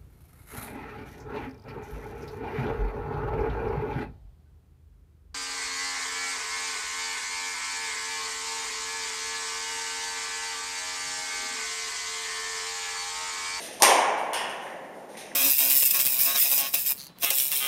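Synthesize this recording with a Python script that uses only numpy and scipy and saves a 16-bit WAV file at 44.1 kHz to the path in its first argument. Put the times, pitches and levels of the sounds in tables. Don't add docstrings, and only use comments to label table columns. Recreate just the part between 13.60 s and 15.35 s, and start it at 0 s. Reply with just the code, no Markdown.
import sys
import numpy as np
from scipy import signal
from scipy.fft import rfft, irfft
from scipy.io import wavfile
from scipy.ndimage import uniform_filter1d

SR = 44100
rng = np.random.default_rng(int(sys.argv[2]) if len(sys.argv) > 2 else 0)


def generate_wav(sig):
    pcm = np.round(np.clip(np.atleast_2d(sig).T, -1, 1) * 32767).astype(np.int16)
    wavfile.write(sys.argv[1], SR, pcm)


N = 77175
NEAR_S, FAR_S = 0.2217, 0.7325
IMPACT_RISE_S = 0.00069

# frequency_hz, relative_db
NEAR_SPECTRUM = [(40, -44), (130, -24.5), (350, -3), (600, 3.5), (850, 7), (1080, 6.5), (1250, -5),
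                 (2200, -1), (4000, -8), (6000, -2), (7300, -9), (9200, -2.5), (11500, -8), (15000, -19)]
FAR_SPECTRUM = [(50, -33), (150, -12), (500, -2.5), (900, -3.5), (1250, -0.5), (1800, 4.5), (2300, 1.5),
                (2900, 4), (3400, 0.5), (3900, -3.5), (5300, -0.5), (7200, -6.5), (9200, 2), (11500, -8.5),
                (15000, -15.5)]
# pitch_hz, relative_db, t60_s
NEAR_MODES = [(847, -20.5, 0.46), (1056, -30, 0.6), (2058, -42, 0.6), (2295, -21.5, 0.39), (3152, -27, 0.3),
              (4040, -23, 0.16), (6760, -30, 0.043), (8680, -17, 0.045), (9250, -17.5, .1)]
FAR_MODES = [(1863, -15.5, 0.096), (2890, -22, 0.022), (2950, -13, 0.078), (3350, -13.5, 0.01),
             (5370, -19, 0.016)]
# frequency_hz, relative_db
DIRECT_SPECTRUM = [(50, -2.5), (280, 7), (900, -8.5), (2000, -5.5), (3400, 0.5), (5500, 1.5), (12000, 5)]
# delay_s, relative_db, smear_s
EARLY_REFLECTIONS = [(.0082, 0, .002), (.0112, -0.5, .003), (.0145, -4, 0.0076), (.0272, -5, 0.0026)]
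# delay_s, relative_db
WALL_ECHOES = [(.068, -13.5), (.094, -9), (.166, -14)]
# peak_s, level_db, centre_hz
SWINGS = [(0.216, -26, 864), (0.72, -35.5, 754)]
# start_s, length_s, level_db
SLIDES = [(-.03, 0.13, -41.5), (0.124, 0.057, -45.5), (0.196, 0.045, -38.5), (.572, 0.07, -50),
          (.89, 0.047, -47), (1.011, 0.094, -56), (1.092, 0.06, -60), (1.236, 0.049, -65),
          (1.335, 0.1, -65.5), (1.486, 0.11, -57.5), (1.566, 0.076, -45.5)]
# frequency_hz, relative_db
FRICTION_SPECTRUM = [(300, -15), (1300, -10), (2100, -3), (3600, -2), (4700, -5.5), (6200, -0.5),
                     (7300, -10.5), (9300, 2), (12000, -9), (15000, -21.5)]
# start_s, level_db, centre_hz, width_hz, decay_s
FOOTFALLS = [(0, -53, 612, 556, 0.051), (.005, -51, 1830, 600, .03), (1.047, -41, 690, 500, 0.029),
             (1.068, -45, 1900, 700, 0.022), (1.441, -47.5, 545, 490, 0.012),
             (1.54, -54.5, 1910, 796, 0.014), (1.552, -41, 1900, 1030, 0.0017),
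             (1.564, -52, 2310, 1013, 0.054), (1.715, -40.5, 1760, 680, 0.0022)]
# frequency_hz, t60_s
HALL_T60 = [(100, 1.6), (350, 1.75), (800, 2.055), (1500, 1.72), (2700, 1.22), (4200, 0.63), (6300, 0.68),
            (9500, .5), (15000, 0.26)]
# frequency_hz, relative_db
RUSH_SPECTRUM = [(25, -63), (60, -28.5), (100, -20.5), (200, -4.5), (320, -5.5), (600, -1.5), (850, -5),
                 (1250, -17.5), (2000, -21.5), (4000, -32.5), (9000, -33.5), (15000, -39.5)]


def smack(start_s, spectrum, modes, level_db, direct_db, early_db):
    t, out = np.arange(N) / SR, np.zeros(N)
    racket = np.zeros(N)
    for hz, mode_db, t60_s in modes:
        ring = np.sin(2 * np.pi * hz * t) * amp(-60 * t / t60_s)
        racket += amp(mode_db) * unit_energy(ring)
    add(racket, 0, click(spectrum))
    add(out, start_s, convolve(racket, impact_paths(direct_db, early_db)))
    return amp(level_db) * out


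def impact_paths(direct_db, early_db):
    crack = burst(rng.choice([-1., 1.], N), IMPACT_RISE_S, decay_s=0.0016)
    paths = amp(direct_db) * convolve(crack, click(DIRECT_SPECTRUM)) + hall()
    for delay_s, db, smear_s in EARLY_REFLECTIONS:
        reflection = burst(rng.standard_normal(N), IMPACT_RISE_S, smear_s)
        add(paths, delay_s, amp(db + early_db) * reflection)
    for delay_s, db in WALL_ECHOES:
        echo = burst(noise_band(centre_hz=670, width_hz=750), rise_s=0.0054, decay_s=0.0054)
        add(paths, delay_s, amp(db + early_db) * echo)
    return paths


def air_push(start_s, gain_db=-23.5, time_constant_s=0.0005):
    u, out = np.arange(N) / SR / time_constant_s, np.zeros(N)
    add(out, start_s, amp(gain_db) * u * (2 - u) * np.exp(-u))
    return out


def swish(peak_s, level_db, centre_hz, rise_s=0.0097, fall_s=0.023):
    t = np.arange(N) / SR - peak_s
    speed = np.exp(-(t / np.where(t < 0, rise_s, fall_s)) ** 2)
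    flow = unit_energy(speed * noise_band(centre_hz, width_hz=620))
    air = amp(level_db) * np.linalg.norm(speed) * flow
    return reverberate(air, wet_db=-7.5)


def scuffs(rise_s=0.0067, fall_s=0.044, grain_db=1):
    t, pressure = np.arange(N) / SR, np.zeros(N)
    for start_s, length_s, db in SLIDES:
        ramps = np.minimum((t - start_s) / rise_s, (start_s + length_s - t) / fall_s)
        pressure += amp(db) * np.clip(ramps, 0, 1)
    roughness = unit_rms(uniform_filter1d(rng.standard_normal(N), size=40))
    grit = unit_rms(amp(grain_db * roughness))
    return reverberate(pressure * grit * shaped_noise(FRICTION_SPECTRUM), wet_db=-4.5)


def steps():
    out = np.zeros(N)
    for start_s, db, centre_hz, width_hz, decay_s in FOOTFALLS:
        knock = burst(noise_band(centre_hz, width_hz), IMPACT_RISE_S, decay_s)
        add(out, start_s, amp(db) * np.sqrt(decay_s * SR) * knock)
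    return reverberate(out, wet_db=-6.5)


def reverberate(sound, wet_db):
    return sound + amp(wet_db) * convolve(sound, hall())


def hall(gain_db=-26, treble_build_s=0.0055, bass_lag_s=0.023):
    hz, t, field = signal.stft(rng.standard_normal(N), SR, nperseg=256)
    build_s = treble_build_s + bass_lag_s / (1 + (hz[:, None] / 1200) ** 2)
    growth = 1 - np.exp(-t / build_s)
    decay = amp(-60 * t / curve_at(HALL_T60, hz)[:, None])
    return amp(gain_db) * signal.istft(field * decay * growth, SR, nperseg=256)[1][:N]


def background_rush(level_db=-45.5):
    return amp(level_db) * shaped_noise(RUSH_SPECTRUM)


def shaped_noise(spectrum):
    gain = amp(curve_at(spectrum, np.fft.rfftfreq(N, 1 / SR)))
    return unit_rms(irfft(rfft(rng.standard_normal(N)) * gain, N))


def noise_band(centre_hz, width_hz):
    detuning = (np.fft.rfftfreq(N, 1 / SR) - centre_hz) / (width_hz / 2)
    return unit_rms(irfft(rfft(rng.standard_normal(N)) / (1 + detuning ** 4) ** 2, N))


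def click(spectrum, size=4096):
    log_gain = np.log(amp(curve_at(spectrum, abs(np.fft.fftfreq(size, 1 / SR)))))
    response = np.exp(np.conj(signal.hilbert(log_gain)))
    return unit_energy(np.fft.ifft(response).real[:size // 2])


def burst(carrier, rise_s, decay_s):
    t = np.arange(N) / SR
    return unit_energy(carrier * (1 - np.exp(-t / rise_s)) * np.exp(-t / decay_s))


def convolve(x, response):
    return signal.fftconvolve(x, response)[:N]


def add(mix, start_s, sound):
    part = mix[round(start_s * SR):][:len(sound)]
    part += sound[:len(part)]


def curve_at(points, hz):
    frequencies, values = np.transpose(points)
    return np.interp(np.log(hz + 1), np.log(frequencies + 1), values)


def amp(db):
    return 10 ** (np.asarray(db) / 20)


def unit_rms(x):
    return x / np.sqrt(np.mean(x ** 2) + 1e-20)


def unit_energy(x):
    return x / np.sqrt(np.sum(x ** 2) + 1e-20)


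def scene():
    swings = sum(swish(*swing) for swing in SWINGS)
    near = smack(NEAR_S, NEAR_SPECTRUM, NEAR_MODES, level_db=12.5, direct_db=2, early_db=-3)
    far = smack(FAR_S, FAR_SPECTRUM, FAR_MODES, level_db=-3.5, direct_db=-2.5, early_db=-8)
    return (near + far + air_push(NEAR_S) + swings + scuffs() + steps() + background_rush())[None]


def record(dry):
    notch_hz, width_hz, limit_hz = 7880, 380, 15250
    edges_hz = [notch_hz - width_hz / 2, notch_hz + width_hz / 2, limit_hz]
    taps = signal.firwin(801, edges_hz, window=("kaiser", 7), fs=SR)
    return signal.oaconvolve(dry, taps[None], "same")


dry = scene()
out = record(dry)
generate_wav(out)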